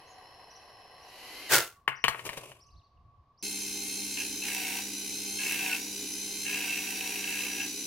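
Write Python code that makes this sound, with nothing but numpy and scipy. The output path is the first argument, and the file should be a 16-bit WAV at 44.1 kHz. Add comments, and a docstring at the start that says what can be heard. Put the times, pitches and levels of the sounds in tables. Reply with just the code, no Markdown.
"""A small racing drone ticks at idle on a garden table while a small bird twitters. The blades spin up,
hissing and singing; it leaps away in a blast of downwash and crashes with three knocks and a clatter.
Then, abruptly, a workshop: a rotary tool whines at multiples of its shaft rate over its cooling air.
A carbon fibre frame is pushed against the sanding drum; the motor sags, and the part buzzes and
rings under the grit."""
import sys
import numpy as np
from scipy import signal
from scipy.fft import rfft, irfft, next_fast_len
from scipy.io import wavfile

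SR = 44100
rng = np.random.default_rng(int(sys.argv[2]) if len(sys.argv) > 2 else 0)


def to_wav(sig):
    """Store sig (one row per channel, or 1-D mono) as 16-bit WAV at the path in sys.argv[1].

    Samples outside -1..1 are clipped; the rate is SR.
    """
    pcm = np.clip(np.atleast_2d(sig), -1, 1) * 32767
    pcm = np.round(pcm).astype(np.int16)
    wavfile.write(sys.argv[1], SR, pcm.T)  # frames by channels


N = 346626
T = np.arange(N) / SR

# noise spectra: freq_hz, relative_db
GARDEN_AIR = [(25, -9.5), (60, -2.5), (110, -3), (200, -14.5), (450, -18), (700, -18), (1100, -15),
              (1400, -29), (2500, -32.5), (5000, -36), (8000, -53.5), (14000, -55.5)]
IDLE_TICKS = [(40, -30), (130, -13), (200, -20), (450, -9), (750, -2), (1130, -7), (1350, -22), (2000, -16),
              (3500, -28), (5500, -22), (6800, -38), (9000, -40), (11100, -22), (12500, -44)]
BLADE_HISS = [(180, -21), (300, -5.5), (756, -12.5), (1330, -14), (2040, -10.5), (2980, -3.5), (3450, -17),
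              (4140, -6), (8700, -24.5), (11300, -13.5), (15500, -37)]
DOWNWASH = [(41, -66), (70, -44), (129, -8.5), (173, -22.5), (284, -18), (356, -4), (686, -8.5), (1260, -9),
            (1450, -2), (2270, -10), (3050, -11.5), (3910, -11.5), (5480, -11), (15500, -16.5)]
IMPACT_CRACK = [(60, -36), (150, -18.5), (600, -3), (1500, 4.5), (2800, 13), (4000, -1.5), (7000, -18),
                (15000, -45)]
SKID_SCUFF = [(47, -45), (80, -22), (124, 7), (206, -15.5), (350, -1.5), (649, 0), (809, -11), (1080, -2.5),
              (1530, -24.5), (2660, -4), (3870, -18), (9760, -15), (15500, -27)]
COOLING_AIR = [(25, -10), (60, -3), (150, -6), (400, -6), (620, -12), (900, -4.5), (1250, -15.5),
               (1900, -9.5), (2400, 4.5), (3400, -7.5), (5800, 2), (8000, -1), (10800, -1.5), (15500, -7.5)]
DUST_HISS = [(40, -13), (130, -9), (250, -4), (700, -8.5), (1200, -9.5), (2200, 10), (3500, 2), (7000, 2.5),
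             (11000, 4.5), (15500, 0)]
# resonances: centre_hz, width_hz, relative_db
NEIGHBOURHOOD_TONES = [(704, 44, -10.5), (1130, 36, 2), (1040, 70, -8.5)]
DRONE_MODES = [(464, 150, -10.5), (750, 38, -0.5), (1020, 140, -4), (1570, 150, -8.5), (1920, 180, -4),
               (2610, 110, -6), (2967, 150, -3), (3270, 80, -13.5), (4190, 330, -2.5), (5360, 340, -4.5),
               (7350, 400, -24.5), (11000, 450, -12.5)]
HOUSING_MODES = [(269, 37, 4.5), (329, 97, 4), (411, 12.5, 3), (500, 42, -26), (800, 10, -5),
                 (1537, 144, -3.5), (2740, 310, 2), (3130, 82, -3.5), (3910, 480, 10.5), (4770, 80, -16),
                 (5960, 640, 12), (10350, 200, 8.5), (11440, 190, 5)]
CARBON_MODES = [(501, 16, -13), (759, 42, -8.5), (980, 60, -12), (1655, 13, -2.5), (1810, 74, -6),
                (2212, 36, -2), (2460, 64, 1.5), (2638, 80, 8.5), (2620, 120, -19), (3950, 350, -6)]
# likeness of the two channels: freq_hz, correlation
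OUTDOOR_LIKENESS = [(60, 0.95), (180, 1), (550, 0.95), (1650, 0.8), (4970, 0.2), (15000, 0.66)]
INDOOR_LIKENESS = [(60, 1.0), (150, 0.98), (380, 1), (950, 0.71), (2380, 0.84), (5980, 0.44), (15000, 0.23)]

# wind puffs: centre_s, length_s, level_db
GUSTS = [(2.664, 0.095, -65.5), (2.763, 0.08, -51.5), (2.976, 0.077, -61), (3.067, 0.095, -59),
         (3.189, 0.089, -60.5)]
# arched bird notes: start_s, length_s, top_hz, relative_db
CHIRPS = [(0.045, 0.12, 6830, -68), (0.493, 0.048, 6020, -60), (0.546, 0.039, 6020, -59),
          (.656, 0.053, 4900, -72), (1.008, .057, 5920, -62), (1.072, .028, 6150, -63),
          (1.95, 0.043, 5970, -59), (1.993, 0.057, 6000, -62), (2.599, 0.052, 5750, -62.5),
          (2.652, 0.037, 6230, -69), (2.703, .045, 4930, -71), (2.757, .046, 4550, -71),
          (2.817, 0.068, 4650, -77.5), (3.374, 0.052, 5940, -65)]
# falling bird notes: start_s, relative_db
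PIPS = [(2.683, -70), (2.811, -72), (2.968, -72.5)]
# propeller speed: time_s, blade_rate_hz
BLADE_RATE = [(.95, 913), (1.2, 986), (1.48, 1059), (1.537, 754), (1.6, 686), (1.87, 693)]
# blade tones: blade_rate_multiple, relative_db
BLADE_ORDERS = [(1, -18.5), (2, 2.5), (3, -3), (4, -5), (6, -18.5)]
# crash blows: start_s, relative_db, grit_re_blow_db, brightness_hz
KNOCKS = [(1.8762, -.5, -23, 1950), (2.0395, -2.5, -14.5, 3970), (2.0478, -9, -21, 3380),
          (2.081, -5, -7.5, 6400), (2.143, -12, -28, 1450), (2.1915, -22.5, -13, 3050),
          (2.2494, -23, 1, 1450), (2.263, -21.5, -5, 980), (2.29, -19, -7, 3830), (2.295, -27, -6, 3980),
          (2.33, -29, 0, 3560), (2.370, -25, 1, 1220), (2.516, -32, -10, 3120)]
# modes of the struck object: pitch_hz, relative_db, t60_s
STRUCK_MODES = [(133, -26.5, .25), (414.5, -10.5, 0.032), (666, -20.5, 0.095), (913, -5, 0.06),
                (1087, 2, 0.034), (1194, -3.5, 0.023), (1460, -5.5, 0.042), (1650, 4.5, 0.0178),
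                (1866, 2.5, 0.022), (2120, 3.5, 0.023), (2290, -3.5, 0.058), (2726, 0.5, 0.023),
                (3005, 2, 0.031), (3230, -9.5, 0.044), (4170, 1, .025)]
# garden echo decay: freq_hz, t60_s
GARDEN_DECAY = [(150, 0.19), (1000, 0.28), (2200, 0.31), (5000, 0.15), (14000, 0.21)]
# skids of the wreck: start_s, length_s, level_db
SKIDS = [(2.057, 0.3, -50), (2.255, 0.021, -38), (2.364, 0.018, -43), (2.372, 0.12, -53)]

# tool speed: time_s, shaft_hz
SHAFT_RATE = [(3.44, 527.2), (3.78, 518.3), (3.89, 527.6), (4.46, 510.7), (4.64, 459.5), (4.93, 499.5),
              (5.38, 527.1), (5.47, 515.4), (5.72, 455.1), (5.76, 472.0), (5.98, 500.9), (6.45, 520.1),
              (6.66, 480.3), (6.77, 488.9), (7.03, 471.8), (7.48, 504.4), (7.52, 486.0), (7.85, 506.2)]
# motor whine: shaft_multiple, free_running_db, change_per_load_db
WHINE_ORDERS = [(0.991, -24.5, 10), (4.035, -7.5, -16), (4.97, -4.5, -12.5), (5.99, -6, -7.5),
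                (6.96, -17.5, -13), (8, 0.5, -6), (8.88, -9.5, -.5), (10.01, -1.5, -4), (12.026, 2.5, -3),
                (14.05, -3.5, -2.5), (16, -12, -3), (18.02, -1, -17), (20.03, -.5, -12), (21.96, -12, -2),
                (25.4, -16, -3), (28, -19, -1)]
# mains hum: pitch_hz, level_db
MAINS_HUM = [(100, -70.5), (200, -53), (300, -53), (400, -61)]
# pushes against the drum: start_s, length_s, contact_db, dust_db
PUSHES = [(4.159, 0.052, -36.5, -40.5), (4.41, 0.37, -38.5, -37), (5.381, 0.37, -35, -36.5),
          (6.444, 0.34, -34.5, -39.5), (6.743, 0.47, -40.5, -39.5), (7.205, 0.28, -37.5, -40),
          (7.473, 0.14, -39.5, -43), (7.587, 0.031, -33, -39.5)]
# low buzz at multiples of the throb rate: throb_rate_multiple, relative_db
BUZZ_ORDERS = [(8, -5), (12, 0), (13, 3.5), (14, -7), (16, -0.5), (19, -4.5), (24, -3), (26, 8)]

WORKSHOP_START_S, BAND_LIMIT_HZ = 3.4255, 15950


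def amp(db):
    """Decibels to gain."""
    return 10 ** (np.asarray(db) / 20)


def unit(x):
    """Scale to rms 1."""
    return x / np.sqrt(np.mean(x ** 2) + 1e-20)


def curve(rows):
    """Rows of (time_s, value) read at every sample."""
    return np.interp(T, *np.transpose(rows))


def across(points, hz):
    """Rows of (freq_hz, value) read on a log axis."""
    freq_hz, value = np.transpose(points)
    return np.interp(np.log(hz + 1), np.log(freq_hz + 1), value)


def envelope(start_s, length_s, rise_s, fade_s):
    """Smooth rise, hold until start_s + length_s, exponential fade."""
    rise = np.sin(np.pi / 2 * np.clip((T - start_s) / rise_s, 0, 1)) ** 2
    return rise * np.exp(-np.maximum(T - start_s - length_s, 0) / fade_s)


def add(mix, start_s, sound):
    """Mix a sound in, in place."""
    part = mix[..., max(round(start_s * SR), 0):][..., :sound.shape[-1]]
    part += sound[..., :part.shape[-1]]


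def shaped(x, response):
    """Filter by a function of frequency; rms 1."""
    size = next_fast_len(N, True)
    return unit(irfft(rfft(x, size) * response(np.fft.rfftfreq(size, 1 / SR)), size)[..., :N])


def tint(x, spectrum):
    """Colour by a spectrum in dB; rms 1."""
    return shaped(x, lambda hz: amp(across(spectrum, hz)))


def peaks(x, modes):
    """Colour by resonances with deep valleys between them; rms 1."""
    return shaped(x, lambda f: np.sqrt(sum(
        amp(2 * db) / width_hz / (1 + (1.9 * (f - hz) / width_hz) ** 2) ** 2
        for hz, width_hz, db in modes)))


def ring(x, modes):
    """Drive resonators, each with its own share of the power; rms 1."""
    return unit(sum(
        amp(db) / np.sqrt(width_hz) * signal.lfilter(*signal.iirpeak(hz, hz / width_hz, SR), x)
        for hz, width_hz, db in modes))


def wander(rate_hz):
    """Slow random motion; rms 1."""
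    knots = rng.standard_normal(8192)
    return unit(np.interp(T * rate_hz, np.arange(len(knots)), knots))


def stereo_noise(likeness, grains=0.):
    """Two partly alike noise channels; grains makes them spiky."""
    noise = rng.standard_normal((2, N)) * np.exp(grains * rng.standard_normal((2, N)))
    signs = np.array([[1], [-1]])
    mid, side = shaped(noise, lambda hz: np.sqrt(1 + signs * np.clip(across(likeness, hz), 0, .998)))
    return unit(np.array([mid + side, mid - side]))


def pan(left_db):
    """Channel gains, left over right by left_db."""
    return amp(np.array([[.5], [-.5]]) * left_db)


def echoes(x, t60s, likeness):
    """Sparse stereo reflections; each band decays at its own rate."""
    shape = (3, SR * 3 // 4)
    taps = rng.standard_normal(shape) * (rng.random(shape) < .08)
    stereo_taps = np.sqrt(likeness) * taps[0] + np.sqrt(1 - likeness) * taps[1:]
    hz, t, bands = signal.stft(stereo_taps, SR, nperseg=256)
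    decay = np.exp(-np.log(1000) * t / across(t60s, hz)[:, None])
    tail = signal.istft(bands * decay, SR, nperseg=256)[1]
    return signal.fftconvolve(np.atleast_2d(x), tail / np.linalg.norm(tail[0]), axes=1)[:, :N]


def sharp_click(spectrum, size):
    """Minimum-phase click with this spectrum; energy 1."""
    log_gain = np.log(amp(across(spectrum, abs(np.fft.fftfreq(size, 1 / SR)))))
    click = np.fft.ifft(np.exp(np.conj(signal.hilbert(log_gain)))).real
    return click / np.linalg.norm(click)


def garden():
    """Quiet outdoor air, far steady tones and small puffs of wind."""
    puffs = sum(amp(db) * np.exp(-(2 * (T - centre_s) / length_s) ** 2)
                for centre_s, length_s, db in GUSTS)
    wind = tint(stereo_noise(OUTDOOR_LIKENESS),
                [(25, -18), (55, -4.5), (90, -5.5), (125, -12.5), (200, -32.5), (1000, -80)])
    air = amp(-69) * tint(stereo_noise(OUTDOOR_LIKENESS), GARDEN_AIR)
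    far_tones = amp(-68.5) * peaks(stereo_noise(OUTDOOR_LIKENESS), NEIGHBOURHOOD_TONES)
    return air + far_tones + puffs * wind


def drone_idle(until_s=1.33, fade_s=.14):
    """Idling motors tick through the frame's resonances; their drive whistles."""
    idling = amp(-55.5) * np.exp(-np.maximum(T - until_s, 0) / fade_s)
    ticks = stereo_noise(OUTDOOR_LIKENESS, grains=.5) * amp(1.2 * wander(500))
    motors = amp(-3.5) * tint(ticks, IDLE_TICKS) + amp(-4.5) * peaks(ticks, DRONE_MODES)
    drive_hz = 5266 + 14 * wander(40.1)
    drive_gain = amp(-62.5) * envelope(start_s=.19, length_s=.81, rise_s=.06, fade_s=.012)
    whistle = drive_gain * np.sin(2 * np.pi * np.cumsum(drive_hz) / SR)
    return pan(.5) * (idling * motors + whistle)


def bird(foot_share=.74, pip_s=.016):
    """Arched notes from the two sides of a syrinx, and falling pips; the trees echo softly."""
    song = np.zeros(N)
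    for start_s, length_s, top_hz, db in CHIRPS:
        arch = np.sin(np.linspace(0, np.pi, int(length_s * SR))).clip(0)
        pitch_hz = top_hz * (foot_share + (1 - foot_share) * arch)
        phase = 2 * np.pi * np.cumsum(pitch_hz) / SR
        add(song, start_s, amp(db) * np.sqrt(arch) * (np.sin(phase) + .7 * np.sin(.945 * phase)))
    pip_hz = np.linspace(3200, 2320, int(pip_s * SR))
    pip = np.hanning(len(pip_hz)) * np.sin(2 * np.pi * np.cumsum(pip_hz) / SR)
    for start_s, db in PIPS:
        add(song, start_s, amp(db) * pip)
    song *= amp(2.5 * wander(300))  # tremble
    return amp(1.5) * song + amp(-3.5) * echoes(song, [(2000, .66), (7000, .69)], likeness=.35)


def drone_flight():
    """Blades hiss and sing as the throttle opens; the leap adds downwash and louder tones."""
    throttle = envelope(start_s=.903, length_s=.73, rise_s=.61, fade_s=.026)
    leap = dict(start_s=1.483, length_s=.078, rise_s=.067)
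    tones = np.zeros(N)
    for propeller in range(4):  # nearest first, loudest
        waver = 1 + .007 * (1 + propeller) * wander(25) + .0098 * wander(400)
        phase = 2 * np.pi * np.cumsum(curve(BLADE_RATE) * waver) / SR
        tones += amp(-5 * propeller) * sum(amp(db) * np.cos(order * phase) for order, db in BLADE_ORDERS)
    tone_gain = amp(-52.5) * throttle + amp(-30.5) * envelope(**leap, fade_s=.039)
    hiss = amp(-44.5) * throttle * tint(stereo_noise(OUTDOOR_LIKENESS, grains=.5), BLADE_HISS)
    blast = amp(-19) * envelope(**leap, fade_s=.036)
    downwash = blast * tint(stereo_noise(OUTDOOR_LIKENESS), DOWNWASH) * amp(2.2 * wander(700))
    return pan(.5) * hiss + pan(.2) * (downwash + tone_gain * unit(tones))


def knocks(contact_cycles=6.01, grit_fade_s=.0083):
    """Each blow: a crack, a short ring, a spray of grit. Softer contacts are slower and duller."""
    t = np.arange(SR // 5) / SR
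    crack = amp(-3.5) * sharp_click(IMPACT_CRACK, len(t))
    blows = np.zeros(N)
    for start_s, db, grit_db, brightness_hz in KNOCKS:
        rise_s = contact_cycles / brightness_hz
        onset = 1 - np.exp(-(t / rise_s) ** 2)
        ringing = np.zeros(len(t))
        for hz, mode_db, t60_s in STRUCK_MODES:
            decay = amp(mode_db + 1.06 * rng.standard_normal()) * np.exp(-np.log(1000) * t / t60_s)
            ringing += decay * np.sin(2 * np.pi * (hz * t + rng.random()))
        body = onset * ringing / np.linalg.norm(ringing) + np.roll(crack, int(rise_s * SR))
        body = signal.lfilter(*signal.butter(2, brightness_hz, fs=SR), body)
        grit = signal.lfilter(*signal.butter(1, 5500, fs=SR), rng.standard_normal(len(t)))
        grit *= onset * np.exp(-t / grit_fade_s)
        add(blows, start_s, amp(db + 9) * (body + amp(grit_db) * grit / np.linalg.norm(grit)))
    return blows


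def crash():
    """Off to the left, the blows echo and the wreck skids."""
    blows = knocks()
    skidding = sum(amp(db) * envelope(start_s, length_s, .548 * length_s, .34 * length_s)
                   for start_s, length_s, db in SKIDS)
    friction = stereo_noise(OUTDOOR_LIKENESS, grains=.453) * amp(2.3 * wander(150))
    slide = skidding * tint(friction, SKID_SCUFF)
    echo = amp(-6) * echoes(blows, GARDEN_DECAY, likeness=.54)
    left, right = pan(6.5) * (blows + echo) + pan(1.9) * slide
    return np.array([left, np.roll(right, 4)])  # far ear lags


def tool_motor(shaft_hz, load, throb_phase, smear_hz=170):
    """Shaft orders smeared by turbulence, and cooling air through the housing; both throb."""
    jitter = 1 + .002 * wander(16) + .001553 * wander(70) + .0011 * wander(500)
    shaft_phase = 2 * np.pi * np.cumsum(shaft_hz * jitter) / SR
    turbulence = shaped(rng.standard_normal((4, N)), lambda hz: (1 + (hz / smear_hz) ** 2) ** -.9)
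    smear = (turbulence[:2] + 1j * turbulence[2:]) / np.sqrt(2)
    smear = smear + .04 * smear[::-1]  # channels barely alike
    whine = np.zeros((2, N))
    for order, db, load_db in WHINE_ORDERS:
        roughness = np.roll(smear, rng.integers(N), axis=1) * .88 * (order / 12) ** .55
        partial = amp(db + load_db * load) * np.exp(1j * order * shaft_phase)
        whine += (partial * (amp(2.5 * wander(45)) + roughness)).real
    air = amp(-42) * tint(stereo_noise(INDOOR_LIKENESS), COOLING_AIR)
    air += amp(-43.5) * peaks(stereo_noise(INDOOR_LIKENESS), HOUSING_MODES)
    throb = 1 + .2 * np.cos(throb_phase)
    return pan(-.25) * throb * (amp(-45.5) * whine + amp(-load) * air)


def mains_hum():
    """Mains harmonics, each wavering in level."""
    return sum(amp(db + 1.3 * wander(8.7)) * np.sqrt(2) * np.sin(2 * np.pi * (hz * T + rng.random()))
               for hz, db in MAINS_HUM)


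def push_gains():
    """Contact and dust gains: each push rises, holds and lets go; the dust is slower."""
    contact, dust = np.zeros(N), np.zeros(N)
    for start_s, length_s, contact_db, dust_db in PUSHES:
        contact = np.maximum(contact, amp(contact_db) * envelope(start_s, length_s, .02, .037))
        dust = np.maximum(dust, amp(dust_db) * envelope(start_s, length_s, .068, .073))
    return contact, dust


def sanding(shaft_phase, load, throb_phase, groan_band_hz=(757, 963)):
    """The part buzzes on the drum; grit scrapes it, ringing its modes and throwing dust."""
    pulses = np.exp(2 * (np.cos(throb_phase + .4 * wander(50)) - 1)) * amp(2 * wander(70))
    ripple = 1 + .45 * np.cos(shaft_phase)
    contact = unit((.5 + pulses) * ripple)
    scrape = contact * stereo_noise([(500, 1), (3000, .74), (8000, .7)], grains=.6)
    ringing = ring(scrape, CARBON_MODES)
    ringing = tint(ringing, [(200, 14), (500, -11), (3000, 3.5), (4500, -9), (9000, -9)])
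    buzz = unit(sum(amp(db + 3.5 * wander(25)) * np.cos(order * throb_phase + .9 * wander(40))
                    for order, db in BUZZ_ORDERS))
    dust = tint(stereo_noise(INDOOR_LIKENESS, grains=.84) * (contact + 6.8), DUST_HISS)
    low_modes = unit(signal.lfilter(*signal.butter(2, groan_band_hz, "bandpass", fs=SR), ringing))
    groan = amp(-16.5) * load * low_modes
    contact_gain, dust_gain = push_gains()
    buzz_gain = amp(-14.5) * np.sqrt(contact_gain * dust_gain)
    return pan(-.24) * (contact_gain * ringing + buzz_gain * buzz + dust_gain * (groan + dust))


def workshop(cycles_per_throb=8.02, full_load_sag_hz=45):
    """Motor and sanding share one speed curve; its sag sets the load."""
    shaft_hz = curve(SHAFT_RATE)
    shaft_phase = 2 * np.pi * np.cumsum(shaft_hz) / SR
    throb_phase = shaft_phase / cycles_per_throb
    load = np.clip((shaft_hz.max() - shaft_hz) / full_load_sag_hz, 0, 1.3)
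    motor = tool_motor(shaft_hz, load, throb_phase)
    return motor + mains_hum() + sanding(shaft_phase, load, throb_phase)


def scene():
    """The garden, then abruptly the workshop."""
    indoors = workshop()
    outdoors = garden() + bird() + drone_idle() + drone_flight() + crash()
    switch = np.clip((T - WORKSHOP_START_S) / .0013, 0, 1)
    return (1 - switch) * outdoors + switch * indoors


def record(dry):
    """Steep low-pass on the top treble."""
    lowpass = signal.firwin(511, BAND_LIMIT_HZ, window=("kaiser", 9), fs=SR)
    return signal.oaconvolve(dry, lowpass[None], "same")


dry = scene()
out = record(dry)
to_wav(out)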